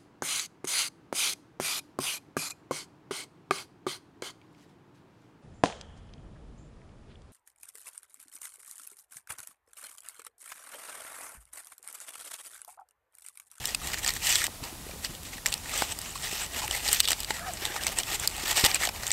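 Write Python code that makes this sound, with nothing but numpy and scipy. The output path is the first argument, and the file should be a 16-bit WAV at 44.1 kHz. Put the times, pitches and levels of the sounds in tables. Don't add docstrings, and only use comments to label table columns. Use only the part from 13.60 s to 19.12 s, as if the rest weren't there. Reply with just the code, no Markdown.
import sys
import numpy as np
from scipy import signal
from scipy.io import wavfile
from scipy.ndimage import uniform_filter1d

SR = 44100
rng = np.random.default_rng(int(sys.argv[2]) if len(sys.argv) > 2 else 0)


def master_out(mix):
    frames = np.transpose(np.atleast_2d(mix))
    ceiling = np.clip(frames, -1, 1)
    pcm = np.round(ceiling * 32767).astype(np.int16)
    wavfile.write(sys.argv[1], SR, pcm)


def linear_from_db(decibels):
    return 10 ** (np.asarray(decibels, float) / 20)


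N = 243520

# peak t/s, level/dB, rise/(ms per 10 dB), fall/(ms per 10 dB)
PUSHES = [(0.088, -37, 101, 61), (0.266, -35.5, 57, 77), (0.485, -35.5, 63, 62), (0.692, -26, 65, 164),
          (1.309, -51.5, 164, 199), (1.67, -43, 38, 31), (2.204, -31.5, 127, 75), (2.492, -41.5, 156, 61),
          (2.669, -33.5, 63, 35), (2.822, -32.5, 33, 35), (2.982, -32, 50, 36), (3.149, -32, 40, 60),
          (3.29, -30, 67, 19), (3.338, -27.5, 54, 63), (3.615, -41, 104, 39), (3.707, -34, 34, 19),
          (3.89, -44, 72, 142), (4.059, -35, 61, 34), (4.174, -38, 142, 17), (4.241, -36.5, 40, 28),
          (4.55, -30.5, 84, 16), (4.807, -38, 168, 34), (4.912, -25.5, 62, 19), (4.975, -25.5, 33, 65),
          (5.095, -30.5, 22, 30), (0.93, -53.5, 64, 77), (5.245, -27.5, 46, 27), (5.527, -38.5, 167, 202)]
# t/s, level/dB, rise and fall/(ms per 10 dB)
FLICKS = [(0.34, -34, 18), (0.384, -38, 17), (0.438, -33.5, 13), (1.452, -32.5, 17), (1.508, -47, 27),
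          (1.549, -49, 20), (1.739, -42, 23), (1.773, -42, 14), (3.404, -23.5, 7), (3.446, -34, 18.5),
          (3.891, -47, 28), (4.393, -33, 30.5), (4.648, -31, 12), (5.055, -19, 13.5), (5.152, -29.5, 23.5),
          (5.357, -42.5, 34)]
# t/s, level/dB, fall/(ms per 10 dB)
RELEASES = [(0.634, -32.5, 107), (1.036, -40.5, 73), (1.865, -40, 70), (1.925, -44, 73), (2.559, -41, 22),
            (2.714, -35.5, 138), (3.029, -33.5, 48), (3.487, -31, 110), (3.744, -39, 67), (4.272, -35, 42),
            (4.325, -35.5, 20), (5.042, -31, 83)]
# t/s, level/dB, rise/(ms per 10 dB)
PULLS = [
    (0.567, -35.5, 18),
    (0.848, -33, 16),
    (2.323, -36.5, 42),
    (4.65, -38, 92),
    (5.472, -39.5, 78),
]
HALTS = [0.153, 0.869, 3.012, 3.412, 3.535, 5.068, 5.298]
# t/s, level/dB
SEATING = [(0, -10.5), (0.3, -9.5), (0.7, -15.5), (1.1, -6.5), (1.65, -17.5), (1.9, -6.5), (2.6, -14),
           (3.05, -6.5), (3.4, -18), (3.8, -7.5), (4.3, -6.5), (4.7, -9), (5.1, -6.5), (5.52, -9.5)]
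# t/s, level/dB
CUPPING = [(0, -7), (0.15, -1), (0.3, 3), (0.45, -6), (0.75, 5), (1.0, -14), (1.4, 0), (2.0, -2),
           (2.3, -10), (2.6, -12), (3.0, -10), (3.17, -7), (3.27, 9), (3.39, 0), (3.5, -24), (4.0, -7),
           (4.4, -17), (5.15, 0)]
# f/Hz, density/dB
RUSTLE_SPECTRUM = [(180, -89), (300, -7.5), (535, -7), (808, -6.5), (1510, -4.5), (1870, 1), (2690, 6),
                   (3940, 2), (6360, -3), (8010, -8), (9760, -7), (12100, -3.5), (15500, -12.5)]
# f/Hz, width/Hz, level/dB
HOLLOW = [(826, 233, 8), (1228, 156, 4.5), (1860, 320, -4), (2940, 64, 1), (3670, 94, -15),
          (8160, 1520, 19.5), (12700, 730, -42)]
# f/Hz, width/Hz, share cancelled/1
WALL_DIPS = [(6450, 410, 0.28), (9770, 4900, 0.72)]
# f/Hz, density/dB
AIR_SPECTRUM = [(15, -30), (25, 8), (77, 1), (457, -13), (848, -13.5), (1530, -18.5), (1900, -20.5),
                (3930, -17.5), (8350, -19), (10100, -18), (12800, -21), (15500, -27)]
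# t/s, peak/dB, ring f/Hz, treble/dB
CRACKS = [(0.0548, -9.5, 5200, -1), (0.1479, -5.5, 2710, -5.5), (0.4466, -12, 1890, -4),
          (0.4913, -6.5, 1980, -6), (0.5043, -11, 1890, -4), (1.4471, -14.5, 2090, -23),
          (1.8727, -18, 4630, -1), (1.925, -12, 2840, -4), (1.9394, -6.5, 3950, 3), (2.159, -16, 3030, -7),
          (2.176, -14, 7800, 4), (3.278, -8, 3670, -3), (3.4533, -12, 3570, -12), (3.603, -14, 4800, 4),
          (3.632, -17, 4130, 0), (4.0527, -9, 3600, 3), (4.061, -18, 3670, -8), (4.2673, -8.5, 2020, -1),
          (4.28, -13.5, 3230, -15), (4.433, -15, 3600, -11), (4.6744, -7, 4770, 8),
          (5.467, -11.5, 7300, -3), (5.478, -14, 7850, 10), (5.5052, -11, 2060, -10),
          (5.5155, -5, 7700, -9)]
# t/s, peak/dB, ring f/Hz, treble/dB
FULL_SNAPS = [(0.3424, -14, 1900, -14), (0.463, -10, 4570, -6), (0.471, -14, 6570, -13),
              (0.4767, -9.5, 7150, -4), (0.486, -12, 3980, -16), (0.7556, -4.5, 4120, -3),
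              (1.038, -22, 2560, -11), (1.8594, -8.5, 1950, -7), (1.864, -8.5, 11800, -3),
              (1.921, -18, 5920, -8), (2.2205, -13.5, 2040, -8), (3.111, -11, 3100, -1),
              (3.485, -7.5, 3520, 0), (3.5172, -6.5, 1980, 13), (3.53, -9.5, 4020, -7),
              (3.6455, -14, 4480, -7), (3.7059, -12, 2050, -11), (4.235, -14, 5000, -1),
              (4.386, -6.5, 8650, -15), (5.042, -4, 2380, -13), (5.114, -12.5, 2280, -22),
              (5.2522, -11, 2100, -3), (5.272, -11.5, 3170, -7), (5.4335, -18, 2070, -8)]
# t/s, peak/dB, ring f/Hz
TICKS = [(0.072, -21, 7300), (0.272, -16.5, 4200), (0.385, -20.5, 4820), (0.537, -15, 6300),
         (0.692, -10, 7100), (0.841, -11, 8900), (2.388, -18, 4760), (2.415, -21, 4470), (3.062, -31, 2220),
         (3.15, -21, 2200), (3.329, -2, 11400), (3.935, -20, 9900), (4.5977, -17, 7400), (4.765, -22, 3700),
         (5.145, -7, 7900)]
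# t/s, peak/dB, ring f/Hz, low/dB
CRUNCHES = [(0.6693, -8, 3040, -12), (0.816, -15, 1760, 13), (1.884, -19.5, 6980, 5), (3.017, -23, 2420, 2),
            (3.0794, -30, 2800, 10), (3.264, -18, 2000, 6), (3.286, -11.5, 4370, 1), (3.403, -7, 2840, -17),
            (3.475, -13, 3530, 11), (3.9707, -22, 4450, 4), (4.162, -17.5, 2220, 12),
            (4.399, -15, 2280, -12), (4.6354, -17, 2090, 13), (4.909, -14, 2600, -14),
            (4.928, -16, 3360, 12), (4.9704, -10, 3720, -2), (4.998, -11, 3840, -15),
            (5.0098, -13, 3080, -14), (5.061, -2, 4880, -25), (5.1042, -20, 2500, -3),
            (5.2334, -13.5, 1980, 13), (5.2888, -15.5, 5100, 9)]
# t/s, peak/dB
CLICKS = [
    (0.8665, -9),
    (3.5057, -4),
    (5.0485, -1),
    (5.142, -19),
    (3.4025, 2),
    (1.632, -25),
    (2.862, -25),
    (2.2212, -14),
]
# t/s, peak/dB, ring f/Hz
PIPS = [(0.043, -26, 1800), (0.374, -24, 1900), (1.311, -31, 2400), (1.731, -29, 2190), (1.78, -30.5, 1950),
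        (2.057, -28, 1840), (2.46, -24, 2580), (4.21, -26, 2900), (5.156, -12.5, 2430), (5.163, -17, 2550),
        (5.36, -27, 2420), (2.555, -24, 1100), (2.135, -24.5, 1260), (4.531, -29, 2000)]
# t/s, peak/dB, ring f/Hz
SLIPS = [(0.039, -27, 2890), (0.0785, -21, 7880), (0.216, -31, 1200), (0.244, -26, 7700),
         (0.286, -29, 7750), (0.564, -21, 1820), (1.9013, -29, 8440), (1.9043, -27, 8310),
         (1.9482, -35, 2780), (1.9776, -26, 5640), (2.0135, -38, 7800), (2.5054, -26, 7920),
         (2.5373, -29, 2280), (2.6226, -27, 8270), (2.7707, -23, 2760), (3.0788, -14, 2570),
         (3.138, -22, 2040), (3.29, -16, 4400), (3.5016, -20, 8310), (3.7935, -24, 1850),
         (4.207, -29, 1810), (4.23, -24, 4220), (4.696, -27, 8100), (4.7004, -26.5, 4600),
         (4.7563, -37, 7880), (4.9324, -22, 2580), (0.577, -31, 8100), (3.4765, -22, 8250),
         (0.3, -24, 1550), (0.334, -19, 2000), (1.051, -27, 4300), (1.072, -30, 2500), (1.287, -31, 2600),
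          (1.55, -25, 3220), (1.652, -29, 3360), (2.0937, -21, 2540), (2.1398, -21, 7800),
          (2.586, -29, 3620), (2.73, -25, 3000), (3.0616, -28, 8550), (3.785, -29, 1340),
          (3.862, -32, 1510), (4.2486, -21, 7880), (4.913, -9.5, 3400), (4.9863, -15, 7880),
          (5.039, -10, 4000), (5.472, -21, 3660), (3.502, -21, 5000)]
# from f/Hz, to f/Hz
SNAP_BANDS_HZ = [(1150, 2600), (2600, 6000), (6000, 15500)]
# f/Hz, width/Hz
TIN_MODES = [(1900, 170), (2470, 150), (2950, 150), (3550, 170), (4080, 170)]
# t/s, peak/dB, low f/Hz, middle f/Hz, high f/Hz
FACETS = [(0.0548, -12, 2900, 3700, 8420), (0.1468, -6, 2640, 4770, 8300), (0.4462, -9, 1990, 5460, 8170),
          (0.4625, -8, 2900, 4580, 8670), (0.4772, -9, 2500, 6030, 7110), (0.4909, -6, 1920, 4500, 7200),
          (0.5037, -21, 1880, 4490, 8090), (0.7559, -5, 1920, 3920, 7700), (0.8413, -6, 1960, 3620, 8430),
          (1.447, -11, 2150, 4400, 7700), (1.8592, -11, 1990, 5500, 7300), (1.8637, -5, 2400, 5760, 7400),
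          (1.9264, -8, 2800, 4400, 7300), (1.94, -13, 2770, 4200, 8000), (3.1099, -7, 2950, 3400, 7370),
          (3.278, -9, 1890, 3590, 8400), (3.3303, -9, 2950, 4650, 8500), (3.4035, 0, 2860, 4170, 8260),
          (3.476, -15, 2940, 3570, 8170), (3.485, -6, 2940, 3500, 8220), (3.5167, -9, 2870, 5030, 8000),
          (3.531, -8, 2860, 4900, 7560), (3.7064, -7, 1900, 3930, 7700), (4.0532, -10, 1970, 3620, 8150),
          (4.267, -5, 2050, 6100, 8000), (4.3866, -9, 2970, 5220, 8600), (4.4334, -14, 3300, 3470, 6300),
          (4.6749, 0, 4400, 4950, 8350), (5.042, 1, 2480, 3700, 8300), (5.0614, -7, 3000, 5100, 7800),
          (5.1447, -7, 2460, 4700, 7460), (5.252, -9, 1920, 3400, 7700), (5.289, -18, 2500, 5370, 7370),
          (5.4672, -22, 2030, 3700, 7660), (5.5155, -7, 2270, 5920, 7700)]
FACET_DB = [-13, -12, -14]
FACET_MS = [12, 11, 10]
# t/s, peak/dB, f/Hz, 60 dB decay/s
KNOCKS = [(0.881, -27, 791, 0.0067), (1.266, -35, 390, 0.02), (1.294, -33, 600, 0.016),
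          (1.336, -36, 447, 0.02), (1.005, -39, 700, 0.012), (1.36, -38, 500, 0.018),
          (2.2221, -13.5, 794, 0.01), (2.729, -27.5, 415, 0.011), (3.039, -29, 854, 0.069),
          (3.02, -32, 1010, 0.038), (3.261, -33, 830, 0.047), (3.29, -30, 830, 0.038),
          (3.476, -30, 1150, 0.014), (3.486, -30, 900, 0.015), (3.5055, -27, 800, 0.011),
          (3.5171, -24, 1240, 0.012), (3.521, -32, 700, 0.014), (3.53, -31, 750, 0.014),
          (2.2214, -18, 1480, 0.011), (3.403, -27, 1310, 0.016), (3.706, -23.5, 864, 0.037),
          (4.022, -32, 393, 0.024), (4.161, -28, 900, 0.016), (4.266, -28, 865, 0.022),
          (4.922, -28.5, 860, 0.032), (4.977, -22, 836, 0.033), (5.064, -17, 860, 0.0064),
          (5.213, -28, 750, 0.014), (5.275, -24.5, 720, 0.021), (5.294, -24.5, 860, 0.0091)]
# t/s, peak/dB, f/Hz, 60 dB decay/s
THUDS = [
    (1.022, -28.5, 110, 0.018),
    (1.493, -32, 148, 0.038),
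    (4.613, -24, 83.4, 0.014),
    (5.039, -5, 134, 0.0058),
]
# t/s, peak/dB, f/Hz, 60 dB decay/s
MORE_KNOCKS = [(0.249, -36, 330, .03), (0.891, -37, 304, 0.025), (1.026, -31.5, 260, 0.026),
               (1.127, -36, 350, .03), (1.501, -35, 230, 0.025), (1.758, -37, 248, 0.027),
               (3.088, -36.5, 377, .03), (3.111, -28.5, 790, .015), (4.103, -34, 350, .03),
               (4.245, -36, 330, 0.035), (4.836, -31, 353, 0.026), (5.038, -15.5, 325, 0.016),
               (0.464, -30, 860, .015), (4.298, -32, 600, 0.016), (3.705, -29, 380, 0.022)]
# start t/s, end t/s, from f/Hz, to f/Hz, level/dB
GROANS = [(3.79, 3.86, 680, 715, -42), (3.858, 3.912, 715, 705, -35), (3.75, 3.92, 1350, 1260, -45),
          (3.79, 3.92, 1580, 1680, -45), (4.07, 4.15, 1700, 1650, -41), (4.04, 4.13, 900, 780, -44),
          (3.43, 3.47, 3700, 3400, -34), (3.72, 3.79, 1800, 1980, -43), (3.92, 3.97, 740, 600, -46),
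          (4.15, 4.24, 1850, 1740, -40), (4.0, 4.06, 1620, 1700, -46), (3.425, 3.455, 5500, 4300, -35)]


def rms_one(x):
    return x / np.sqrt(np.mean(x ** 2) + 1e-20)


def in_time(rows):
    s, *columns = np.transpose(rows)
    return [np.interp(np.arange(N) / SR, s, column) for column in columns]


def at_hz(points, hz):
    points_hz, points_db = np.transpose(points)
    return np.interp(np.log(hz), np.log(points_hz), points_db)


def drift(rate_hz):
    r = np.exp(-16 * np.pi * rate_hz / SR)
    noise = rng.standard_normal(N // 8 + 4002)
    slow = signal.lfilter([1], [1, -2 * r, r * r], noise)[4000:]
    return np.interp(np.arange(N) / 8, np.arange(len(slow)), rms_one(slow))


def resonance(x, hz, width_hz):
    r = np.exp(-np.pi * width_hz / SR)
    zeros = np.array([1, 0, -1]) * (1 - r * r) / 2
    poles = [1, -2 * r * np.cos(2 * np.pi * hz / SR), r * r]
    return signal.lfilter(zeros, poles, x)


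def band(x, low_hz, high_hz):
    edges_hz = [low_hz, min(high_hz, .45 * SR)]
    return signal.sosfilt(signal.butter(2, edges_hz, "band", fs=SR, output="sos"), x)


def bands(low_hz, per_octave, count):
    edges = low_hz * 2 ** (np.arange(count + 1) / per_octave)
    return zip(edges, edges[1:], np.sqrt(edges[:-1] * edges[1:]))


def hollow(x, lift_db):
    x = x + sum(linear_from_db(lift_db + db) * resonance(x, hz, width_hz) for hz, width_hz, db in HOLLOW)
    for hz, width_hz, share in WALL_DIPS:
        x = x - np.clip(share, 0, 1) * resonance(x, hz, width_hz)
    return x


def strokes():
    let_go_ms, stop_ms = 11, 10
    halt_db_per_ms = 1.5
    body_loss_per_db = 0.4
    rows = [(s, db, rise, fall, 1) for s, db, rise, fall in PUSHES]
    rows += [(s, db, ms, ms, 1) for s, db, ms in FLICKS]
    rows += [(s, db, let_go_ms, fall, 1.5) for s, db, fall in RELEASES]
    rows += [(s, db, rise, stop_ms, 3) for s, db, rise in PULLS]
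    s, db, rise_ms, fall_ms, treble_db = np.transpose(rows)[:, :, None]
    t = np.arange(0, N + 32, 32) / SR
    slope_s = np.maximum(np.where(t < s, rise_ms, fall_ms) / 1000, .003)
    away = np.abs(t - s) / slope_s
    halted_ms = sum(1000 * np.maximum(t - halt, 0) * (s < halt) for halt in HALTS)
    power = linear_from_db(2 * (db - 10 * away ** 1.5 - halt_db_per_ms * halted_ms)) + 1e-12
    total = power.sum(axis=0)
    coarse = np.sqrt(total), (power * treble_db).sum(axis=0) / total, (power * db).sum(axis=0) / total
    force, treble_db, effort_db = [np.interp(np.arange(N) / SR, t, c) for c in coarse]
    body_db = in_time(SEATING)[0] - body_loss_per_db * (effort_db + 33)
    return force, treble_db, body_db


def rustle(slips_per_s, spread_db, clump_db, patch_db):
    body_hz, middle_hz, treble_hz = 750, 2900, 9500
    force, treble_db, body_db = strokes()
    spread = linear_from_db(spread_db * np.minimum(rng.exponential(1, (2, N)), 4.5))
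    sizes = spread * rng.standard_normal((2, N))
    slips = sizes * (rng.random((2, N)) < slips_per_s / SR)
    out = 0
    for k, (low, high, hz) in enumerate(bands(263.0, 5, count=30)):
        to_body = np.clip(np.log(middle_hz / hz) / np.log(middle_hz / body_hz), 0, 1)
        to_treble = np.clip(np.log(hz / middle_hz) / np.log(treble_hz / middle_hz), 0, 1)
        colour_db = at_hz(RUSTLE_SPECTRUM, hz) + to_body * (body_db + 15.5) + to_treble * treble_db
        lone = np.roll(sizes[k % 2], 997 * k) * (rng.random(N) < 60 / SR)
        pops = linear_from_db(8.5 - 8.0 * to_body) * lone
        out = out + linear_from_db(colour_db + patch_db * drift(19.0)) * band(slips[k % 2] + pops, low, high)
    out = out + linear_from_db(in_time(CUPPING)[0]) * resonance(out, hz=1890, width_hz=120)
    clumps = linear_from_db(1.37 + clump_db * drift(68))
    return force * clumps * rms_one(hollow(out, lift_db=-5.5))


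def air(level_db, gust_db):
    white = rng.standard_normal((2, N + SR))
    out = 0
    for k, (low, high, hz) in enumerate(bands(17.26, 3, count=30)):
        lumps_db = gust_db * np.clip(np.log(900 / hz), 0, .9) * drift(9.2)
        out = out + linear_from_db(at_hz(AIR_SPECTRUM, hz) + lumps_db) * band(white[k % 2], low, high)[SR:]
    return linear_from_db(level_db) * rms_one(out)


def creases():
    ring_db = -2.5
    rows = [(s, db, hz, 6, -13, 8.8, 5) for s, db, hz in SLIPS]
    rows += [(s, db, hz, -7, 0, 22, 6) for s, db, hz in PIPS]
    rows += [(s, db, hz, treble_db, -37, 9.9, ring_db) for s, db, hz, treble_db in CRACKS]
    rows += [(s, db, hz, 31.5, 30.5, 14.3, ring_db) for s, db, hz in TICKS]
    rows += [(s, db, hz, treble_db, 3.5, 10, ring_db) for s, db, hz, treble_db in FULL_SNAPS]
    rows += [(s, db, hz, -4.5, low_db, 22.7, ring_db) for s, db, hz, low_db in CRUNCHES]
    rows += [(s, db, 8000, 0, 0, 4.2, -26) for s, db in CLICKS]
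    return rows


def snaps(rows, rise_s):
    lead_s, break_s = .00045, .0007
    fold_width = .11
    tin_db, tin_spread_db = -11, 6.5
    bare_ms = 4.2
    out, t = np.zeros(N + 2048), np.arange(2048) / SR
    noises = rng.standard_normal((len(rows), len(t)))
    strengths = rng.standard_normal((len(rows), len(TIN_MODES)))
    stiff_paper = signal.butter(1, 12400, fs=SR)
    for (s, db, hz, treble_db, low_db, decay_ms, ring_db), noise, strength in zip(rows, noises, strengths):
        bare = decay_ms <= bare_ms
        shape = (1 - np.exp(-np.maximum(t - lead_s, 0) / rise_s)) * linear_from_db(-55000 * t / max(decay_ms, 4))
        burst = np.tanh(noise) * shape
        burst[round(break_s * SR)] += (9 if bare else 2.3) * np.sign(noise[0])
        low, middle, treble = (rms_one(band(band(burst, *edges), *edges)) for edges in SNAP_BANDS_HZ)
        sound = linear_from_db(low_db - 10.0) * low + middle + linear_from_db(treble_db + 5.5) * treble
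        sound = signal.lfilter(*stiff_paper, sound)
        sound += sum(linear_from_db(tin_db + tin_spread_db * k) * resonance(sound, *mode)
                     for mode, k in zip(TIN_MODES, strength))
        ring = rms_one(resonance(burst, hz, fold_width * hz))
        lift_db = -18.0 if bare else -7.5
        sound = hollow(rms_one(sound) + linear_from_db(ring_db) * ring, lift_db)
        out[round(s * SR):][:len(t)] += linear_from_db(db - 1.9) * sound / np.abs(sound).max()
    return out[:N]


def facets(rise_ms):
    out, t = np.zeros(N + 1024), np.arange(1024) / SR
    phases = rng.uniform(0, 2 * np.pi, (len(FACETS), 3))
    decay = linear_from_db(np.c_[FACET_DB] - 60000 * t / np.c_[FACET_MS])
    shapes = decay * (1 - np.exp(-1000 * t / rise_ms))
    for (s, db, *hz), phase in zip(FACETS, phases):
        modes = shapes * np.sin(2 * np.pi * np.c_[hz] * t + np.c_[phase])
        out[round(s * SR):][:len(t)] += linear_from_db(db) * modes.sum(axis=0)
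    return out[:N]


def knocks():
    out, t = np.zeros(N + 4096), np.arange(4096) / SR
    bump = np.exp(-((t - .0005) / 0.00029) ** 2)
    push = -np.gradient(bump) * SR * 0.000089
    for s, db, hz, decay_s in KNOCKS + THUDS + MORE_KNOCKS:
        swing = -np.sin(2 * np.pi * hz * t) * linear_from_db(-60 * t / max(decay_s, .004))
        out[round(s * SR):][:len(t)] += linear_from_db(db + 1.5) * (swing + .5 * push)
    return out[:N]


def groan(grit_hz, sway_db):
    out, t = np.zeros(N), np.arange(N) / SR
    for start, end, from_hz, to_hz, db in GROANS:
        along = np.clip((t - start) / (end - start), 0, 1)
        waver = .06 * (.55 if to_hz < 900 else 1)
        hz = (from_hz + (to_hz - from_hz) * along) * (1 + waver * drift(grit_hz))
        level = linear_from_db(db + sway_db * drift(grit_hz)) * np.sqrt(np.abs(np.sin(np.pi * along)))
        out += level * np.sin(2 * np.pi * np.cumsum(hz) / SR)
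    return out


def scene():
    paper = rustle(slips_per_s=9000, spread_db=3.0, clump_db=1.4, patch_db=2.0)
    wood = air(level_db=-43, gust_db=2.0)
    breaks = snaps(creases(), rise_s=0.000073) + facets(rise_ms=.16)
    tin = knocks() + groan(grit_hz=110, sway_db=3.5)
    return (paper + wood + breaks + tin)[None]


def steep_low_pass(x, hz):
    return signal.sosfiltfilt(signal.ellip(8, .2, 40, hz, fs=SR, output="sos"), x)


def cut(x, hz, top_hz, jump_db, top_db):
    low = steep_low_pass(x, hz)
    top = steep_low_pass(x, top_hz) - low
    power = x ** 2
    jumps = uniform_filter1d(power, size=64) > linear_from_db(2 * jump_db) * uniform_filter1d(power, size=2048)
    gate = np.minimum(uniform_filter1d(1. * jumps, size=256) * 8, 1)
    return low + linear_from_db(top_db) * top * gate


def low_pass(x):
    return signal.sosfilt(signal.butter(12, 16660, fs=SR, output="sos"), x)


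def record(dry):
    heard = signal.sosfilt(signal.butter(2, 32, "high", fs=SR, output="sos"), dry)
    mix = cut(np.clip(heard, -1, 1), hz=15720, top_hz=16600, jump_db=10.5, top_db=5)
    return low_pass(mix)


dry = scene()
out = record(dry)
master_out(out)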